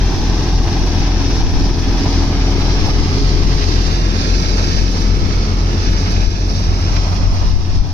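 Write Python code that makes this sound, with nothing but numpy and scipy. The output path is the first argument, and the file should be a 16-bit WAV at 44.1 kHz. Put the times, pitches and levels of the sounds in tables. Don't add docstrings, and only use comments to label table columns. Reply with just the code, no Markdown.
import sys
import numpy as np
from scipy import signal
from scipy.fft import rfft, irfft
from scipy.io import wavfile
from scipy.ndimage import uniform_filter1d, minimum_filter1d

SR = 44100
rng = np.random.default_rng(int(sys.argv[2]) if len(sys.argv) > 2 else 0)


def log_audio(samples):
    frames = np.atleast_2d(samples).T
    limited = np.clip(frames, -1, 1)
    pcm = np.round(limited * 32767).astype(np.int16)
    wavfile.write(sys.argv[1], SR, pcm)


N = 349713
TIME = np.arange(N) / SR

# multiple of the crankshaft speed, relative level in dB.
ENGINE_LINES = [(2, -0.7), (3, -17.5), (4, -7), (5, -23.5), (6, -17.5), (8, -18), (10, -21.5), (12, -24),
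                (14, -28)]
# multiple of the drum speed, relative level in dB.
THRUM_LINES = [(4, -1.5)]
HUM_LINES = [(6, -9), (8, 0)]
GROWL_LINES = [(42, -1.5), (48, -3.5), (54, -2), (60, -2.5), (66, -0.5), (72, -5), (78, -4.5), (90, -6.5)]
# multiple of the drum speed, relative level in dB, loudest moment in seconds,
# length of the swell in seconds, extra level at its peak in dB.
DRONE_LINES = [(12, -13, 3.33, 3, 9.5), (18, -17.5, 5.1, 2, 10), (24, -11.5, 2.07, 5.2, 7.5),
               (26, -21.5, 2.57, 1.5, 12), (30, -15, 2.15, 9.3, 4.5), (36, -17.5, 3.13, 2.47, 9)]

# frequency in Hz, relative level in dB per Hz.
ROAR_SPECTRUM = [(30, -42), (55, -2), (80, 2.5), (110, -3.5), (160, -3.5), (230, -5.5), (310, -4),
                 (420, -9), (500, -19.5), (650, -26.5), (1200, -53.5)]
BEATING_SPECTRUM = [(300, -39), (500, -12.5), (620, 1), (730, 0.5), (760, 1), (795, -1), (930, -1.5),
                    (1200, -7.5), (1700, -23), (3500, -46.5)]
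CHAFF_SPECTRUM = [(600, -15.5), (1000, 0), (1300, -2.5), (1600, 0.5), (2000, -1), (2500, -1), (3200, -3.5),
                  (4000, -4.5), (5500, -57), (8000, -51)]
GRAIN_SPECTRUM = [(1500, -59), (3000, -7.5), (3800, -2), (4500, 0.5), (5200, 1), (5900, 0), (6400, -6),
                  (6900, -15.5), (7400, -20.5), (8500, -37), (14000, -51)]
CRACKLE_SPECTRUM = [(3000, 4), (6000, -8), (7400, 5), (9500, 10), (13500, 5), (15000, -16)]
WIND_SPECTRUM = [(4, 5), (12, 3), (25, -3.5), (42, 5.5), (60, -7), (100, -7), (250, -24.5), (900, -73)]

# time in seconds, lead of the left microphone in ms (scaled per source).
BEARING = [(0, -0.00023), (1.2, -0.065), (2.3, 0.08), (3.3, 0.32), (4.1, 0.53), (4.6, 0.49), (5.3, 0.46),
           (6.1, 0.49), (6.9, 0.48), (7.9, 0.3)]
# frequency in Hz, likeness from 0 to 1.
LIKENESS = [(40, 0.93), (140, 0.98), (300, 1), (550, 0.66), (900, 0.68), (2000, 0.15), (3200, 0.3),
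            (5000, 0.11), (12000, 0)]
LIKENESS_IN_LINE = [(40, 1), (140, 1), (300, 0.84), (550, 0.82), (1150, 1), (2000, 0.14), (3200, 0.99),
                    (4000, 0.31), (5400, 0.4), (12000, 0)]
# frequency in Hz, left minus right in dB at weight 1.
FRONT_TILT = [(60, -8), (200, -0.5), (400, -2.2), (750, 4.5), (1200, -3.5), (1800, 0), (2500, -4),
              (3250, -1.5), (3900, -3), (4900, -2), (5500, 4.5), (6100, 11.5), (9400, 8.5), (13500, 6)]
ASIDE_TILT = [(60, -3), (200, 2.5), (400, -0.5), (750, -1.5), (1200, -2.5), (1800, -6), (2500, -7.5),
              (3250, -1.5), (3900, -8), (4900, -10.5), (5500, -3), (6100, 2.5), (9400, 3), (13500, 7)]
# frequency in Hz, change in dB with the machine fully aside.
TRAILER_SHADE = [(100, -3.5), (190, 1.5), (300, -3), (420, 0), (520, 5.5), (750, -7.5), (1000, -5.5),
                 (1300, 4.5), (1800, 0), (2500, 3), (3250, -1), (4000, -1), (5000, 0), (6000, 0.5),
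                 (12000, -2)]
# mean delay in ms, level in dB approached in the treble.
ECHOES = [(1.1, -13.5), (2.3, -10), (3.9, -15.5), (6.4, -19), (9.5, -44)]

# centre in seconds, length in seconds, change in fan roar in dB, change in beating in dB.
IN_THE_CLEAR = [(2.5, 1.4, 0, 1.5), (3.25, 1.2, 0.5, 0), (7.18, 1.13, -2.5, 3)]
# centre in seconds, length in seconds, change in beating in dB, in chaff in dB, in grain in dB.
FLICKERS = [(0.123, 0.04, 4.5, 3, 0), (0.57, 0.04, -6, -3, 1.5), (0.766, 0.03, 2, 1, 0),
            (1.07, 0.053, 3, 2, 0.5), (2.057, 0.044, 4, 0, -2), (2.7, 0.11, 2, 0, 1),
            (2.875, 0.12, 5.5, -0.5, 1.5), (3.637, 0.042, 2, 4, 2), (3.689, 0.04, 2, 0, 1.5),
            (3.87, 0.09, 1, 0, 1.5), (4.6, 0.11, 6, 1.5, 1), (5.325, 0.025, 0, -1, 4),
            (6.17, 0.045, 2, 3, 0), (6.965, 0.028, 2, 8, 5.5)]
# start in seconds, length in seconds,
# change in chaff in dB, change in grain in dB.
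WADS = [(0.987, 0.44, 0.8, 0.8), (2.006, 0.22, -0.2, 2.3), (2.6, 0.44, 1.5, 1.4), (3.1, 0.53, 0.5, 2),
        (3.6, 0.45, 1.5, 4), (4.147, 0.63, 1.5, 4.5), (4.755, 0.3, 0.5, 3.5), (5.75, 0.61, 1.3, 2.5),
        (6.44, 0.2, -1.5, 2.5), (6.863, 0.14, 1, 2)]
# time in seconds, centre in Hz, boost in dB.
SHEEN = [(0, 5700, 2.5), (1.6, 5500, 5), (2.3, 5150, 2.5), (2.85, 5300, 4.5), (3.25, 4800, 4),
         (3.9, 4660, 2), (4.6, 5050, 3.5), (5.4, 5140, 3), (6.6, 5400, 3.5), (7.9, 5140, 4.5)]
# centre in seconds, length in seconds,
# level of the eddies in dB, peak of the pressure shove in dB.
GUSTS = [(1.644, 1.1, -23, -35), (2.848, 0.22, -15, -27), (3.395, 1.4, -22, -30), (6.278, 0.13, -22, -1),
         (7.509, 1.3, -16.5, -7), (7.56, 0.21, -11, 0), (7.8, 0.25, -11, -1)]

CRANK_PER_S, HUNT_PER_S, HUNT_PERIOD_S, FASTEST_S = 21.266, .085, 7, 5.3
DRUM_GEARING, FEED_GEARING, BLOWER_GEARING, BLOWER_LAG_TURNS = .54404, .516, .978, .39
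IN_STEP_S = .04
SIEVE_STROKES_PER_S = 4.0

LEAVE_S, ARRIVE_S = 2.6, 7.9
ENGINE_DB, THRUM_DB, HUM_DB = (-15.5, -16), (-22.5, -24.5), (-30.5, -18.5)
DRONE_DB, GROWL_DB, ROAR_DB = (-23.5, -27.5), (-48, -57), (-22.5, -25)
BEATING_DB, CHAFF_DB = (-31.5, -31), (-33, -36.5)
GRAIN_DB, CRACKLE_DB = (-32, -34), (-58, -57.5)

WAD_EDGE_S = 0.17
BEATING_SHARE = 0.36
SHEEN_WIDTH_HZ = 740
DULL_ABOVE_HZ, ROAR_DULL_DB = 295, -11
ASIDE_MS, IN_LINE_MS = 0.65, 0.48
BREEZE_DB, SHOVE_S = -23, 0.0043
SQUEEZE, USUAL_DB = .14, -13
CEILING, LIMITER_ATTACK_S, RECOVER_DB_PER_S = .88, .045, 13
EDGE_HZ = 14500


def gain_of(db):
    return 10 ** (np.asarray(db) / 20)


def evened(x):
    return x / np.sqrt(np.mean(x ** 2) + 1e-20)


def curves(rows, t):
    s, *columns = np.transpose(rows)
    return [np.interp(t, s, column) for column in columns]


def read(points, hz):
    f, value = np.transpose(points)
    return np.interp(np.log(hz + 1), np.log(f + 1), value)


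def wander(rate_hz):
    step = 100
    count = N // step
    hz = np.fft.rfftfreq(count, step / SR)
    slow = irfft(rfft(rng.standard_normal(count)) * np.exp(-(hz / rate_hz) ** 2))
    return evened(np.interp(TIME, np.arange(len(slow)) * step / SR, slow))


def cycle(turns):
    return np.cos(2 * np.pi * turns)


def swell(s, length):
    return np.cos(np.pi * np.clip((TIME - s) / length, -.5, .5)) ** 2


def swells(rows):
    return sum(np.outer(levels_db, swell(s, length)) for s, length, *levels_db in rows)


def carried(ends_db, bend=1):
    near_db, far_db = ends_db
    progress = np.clip((TIME - LEAVE_S) / (ARRIVE_S - LEAVE_S), 0, 1)
    return near_db + (far_db - near_db) * progress ** bend


def impacts(per_s, spread_db):
    size = gain_of(spread_db * np.minimum(rng.exponential(1, N), 4))
    struck = rng.random(N) < per_s / SR
    return evened(size * rng.standard_normal(N) * struck)


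def stream(per_s, spread_db, share):
    hits = np.array([impacts(per_s, spread_db), impacts(per_s, spread_db)])
    return np.sqrt(1 - share) * rng.standard_normal((2, N)) + np.sqrt(share) * hits


def spectrogram(x):
    hz, t, frames = signal.stft(x, SR, nperseg=2048, noverlap=1536)
    return hz[:, None], t, frames


def reflections(hz, t):
    response = 1
    for ms, db in ECHOES:
        path_s = (ms + 0.12 * np.interp(t, TIME, wander(0.76))) / 1000
        response = response + gain_of(db) * hz / (hz + 400) * np.exp(-2j * np.pi * hz * path_s)
    return response


def radiate(drives, spectrum, band, offside, ripples):
    hz, t, (direct, scattered) = spectrogram(drives)
    colour = gain_of(read(spectrum, hz))
    colour /= np.sqrt(np.mean(colour ** 2 * (hz > band[0]) * (hz < band[1])))
    lead_ms, = curves(BEARING, t)
    aside = np.clip(lead_ms / ASIDE_MS, 0, 1)
    tilt = gain_of((0.5 - aside) * read(FRONT_TILT, hz) + aside * read(ASIDE_TILT, hz))
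    same = np.where(lead_ms > IN_LINE_MS, read(LIKENESS_IN_LINE, hz), read(LIKENESS, hz))
    same = np.clip(same, 0, 1)
    delay = np.exp(-2j * np.pi * hz * offside * lead_ms / 1000)
    left = tilt * direct
    right = same * delay * direct + np.sqrt(1 - same ** 2) * scattered
    balance = np.sqrt(2 / (1 + tilt ** 2))
    pair = np.array([left, right]) * ripples * colour * gain_of(aside * read(TRAILER_SHADE, hz)) * balance
    return signal.istft(pair, SR, nperseg=2048, noverlap=1536)[1][:, :N]


def shaft(turns, orders, waver, jitter, skew):
    out = np.zeros((2, N))
    for order, db in orders:
        unsteady = gain_of(-db / 2)
        astray = np.clip(-db / 12 - .6, 0, 1) * rng.uniform(-np.pi, np.pi)
        angle = 2 * np.pi * order * turns + astray + np.array([[skew], [-skew]]) / 2
        in_phase = (1 + waver * unsteady * wander(4.1)) * np.cos(angle)
        sideways = jitter * unsteady * wander(8.5) * np.sin(angle)
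        out -= gain_of(db) * (in_phase + sideways)
    return np.sqrt(2) * out


def wind():
    strength, shoves = gain_of(BREEZE_DB), 0
    for s, length, eddies_db, shove_db in GUSTS:
        strength = strength + gain_of(eddies_db) * swell(s, length)
        u = (TIME - s) / SHOVE_S
        shoves = shoves + gain_of(shove_db) * u * np.exp((1 - u ** 2) / 2)
    eddies = rng.standard_normal((2, N)) + 0.14 * rng.standard_normal(N)
    colour = gain_of(read(WIND_SPECTRUM, np.fft.rfftfreq(N, 1 / SR)))
    lumps = evened(irfft(rfft(eddies) * colour, N)) * gain_of(2.0 * wander(5.1))
    return strength * lumps * gain_of([[2.5], [-4.5]]) + shoves * gain_of([[0], [-14]])


def diesel(crank):
    lines = shaft(crank, ENGINE_LINES, waver=0.024, jitter=0.016, skew=0.076)
    return gain_of(carried(ENGINE_DB)) * lines * gain_of([[.8], [-.8]])


def drum_casing(drum):
    casing = gain_of(carried(THRUM_DB)) * shaft(drum, THRUM_LINES, waver=.03, jitter=0.05, skew=-0.12)
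    casing += gain_of(carried(HUM_DB)) * shaft(drum, HUM_LINES, waver=0.044, jitter=0.073, skew=-0.099)
    for order, db, s, length, lobe_db in DRONE_LINES:
        line = shaft(drum, [(order, db)], waver=0.026, jitter=0.06, skew=0.053)
        casing += gain_of(carried(DRONE_DB) + lobe_db * swell(s, length)) * line
    casing += gain_of(carried(GROWL_DB)) * shaft(drum, GROWL_LINES, waver=0.41, jitter=0.62, skew=0.6)
    return casing * gain_of([[.5], [-.5]])


def feed():
    changes_db = 0
    for s, length, *levels_db in WADS:
        from_edge_s = np.minimum(TIME - s, s + length - TIME)
        changes_db = changes_db + np.outer(levels_db, np.clip(from_edge_s / WAD_EDGE_S + .5, 0, 1))
    return changes_db


def fan_roar(crank, drum, bars, ripples):
    firings = cycle(2 * crank)
    air = rng.standard_normal((2, N)) * (1 + 0.16 * firings + 0.07 * bars + 0.019 * cycle(drum))
    hz, t, _ = spectrogram(TIME)
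    dull_db = np.interp(t, TIME, carried((0, ROAR_DULL_DB), bend=3.9))
    dulling = gain_of(dull_db * np.log2(np.maximum(hz / DULL_ABOVE_HZ, 1)))
    return radiate(air, ROAR_SPECTRUM, (100, 500), 0.37, ripples * dulling)


def beaten_straw(bars, bites, ripples):
    straw = stream(1200, 2.0, 0.087) * (1 + 0.06 * bars + 0.11 * bites + 0.12 * wander(26))
    return radiate(straw, BEATING_SPECTRUM, (520, 1200), 0.61, ripples)


def chaff_rush(puffs, bites, unevenness, ripples):
    chaff = stream(1700, 2.2, 0.26) * (1 + 0.085 * puffs + 0.045 * bites + 0.11 * unevenness)
    return radiate(chaff, CHAFF_SPECTRUM, (1250, 3600), 0.93, ripples)


def grain_hiss(puffs, unevenness, ripples):
    strokes = cycle(SIEVE_STROKES_PER_S * TIME)
    chance = 0.024 * unevenness + 0.078 * wander(18)
    grain = stream(3000, 2.6, 0.22) * (1 + 0.077 * puffs + 0.017 * strokes + chance)
    hz, t, _ = spectrogram(TIME)
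    sheen_hz, sheen_db = curves(SHEEN, t)
    sheen = gain_of(sheen_db * np.exp(-((hz - sheen_hz) / SHEEN_WIDTH_HZ) ** 2))
    return radiate(grain, GRAIN_SPECTRUM, (3600, 7000), 1.0, ripples * sheen)


def treble_crackle(ripples):
    crackle = stream(230, 4.0, 0.057) * gain_of(1.9 * wander(30))
    return radiate(crackle, CRACKLE_SPECTRUM, (8000, 14000), 0.36, ripples)


def thresher(crank, drum):
    wad_chaff_db, wad_grain_db = feed()
    flicker_beating_db, flicker_chaff_db, flicker_grain_db = swells(FLICKERS)
    clear_roar_db, clear_beating_db = swells(IN_THE_CLEAR)
    bars = cycle(6 * drum)
    bites = cycle(FEED_GEARING * crank)
    puffs = cycle(BLOWER_GEARING * crank - BLOWER_LAG_TURNS)
    unevenness = wander(26)
    hz, t, _ = spectrogram(TIME)
    ripples = np.array([reflections(hz, t) for microphone in "LR"])

    roar_db = carried(ROAR_DB, bend=1.5) + clear_roar_db
    beating_db = carried(BEATING_DB) + BEATING_SHARE * wad_chaff_db + clear_beating_db + flicker_beating_db
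    chaff_db = carried(CHAFF_DB) + wad_chaff_db + flicker_chaff_db
    grain_db = carried(GRAIN_DB) + wad_grain_db + flicker_grain_db
    crackle_db = carried(CRACKLE_DB) + wad_grain_db
    return (gain_of(roar_db) * fan_roar(crank, drum, bars, ripples)
            + gain_of(beating_db) * beaten_straw(bars, bites, ripples)
            + gain_of(chaff_db) * chaff_rush(puffs, bites, unevenness, ripples)
            + gain_of(grain_db) * grain_hiss(puffs, unevenness, ripples)
            + gain_of(crackle_db) * treble_crackle(ripples))


def scene():
    speed = CRANK_PER_S + HUNT_PER_S * cycle((TIME - FASTEST_S) / HUNT_PERIOD_S)
    crank = np.cumsum(speed) / SR
    crank = crank - np.interp(IN_STEP_S, TIME, crank)
    drum = DRUM_GEARING * crank
    return wind() + diesel(crank) + drum_casing(drum) + thresher(crank, drum)


def record(dry):
    power = abs(uniform_filter1d((dry ** 2).mean(0), size=2048))
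    level_db = 10 * np.log10(power + 1e-9)
    eased = dry * gain_of(-SQUEEZE * (level_db - USUAL_DB))
    over_db = 20 * np.log10(np.maximum(abs(eased).max(0) / CEILING, 1))
    recovery_db = RECOVER_DB_PER_S * TIME
    duck_db = recovery_db - np.maximum.accumulate(over_db + recovery_db)
    attack = round(LIMITER_ATTACK_S * SR)
    gain = gain_of(uniform_filter1d(minimum_filter1d(duck_db, size=attack), size=attack))
    low_pass = signal.firwin(511, EDGE_HZ, window=("kaiser", 9), fs=SR)
    return signal.oaconvolve(eased * gain, low_pass[None], "same")


dry = scene()
out = record(dry)
log_audio(out)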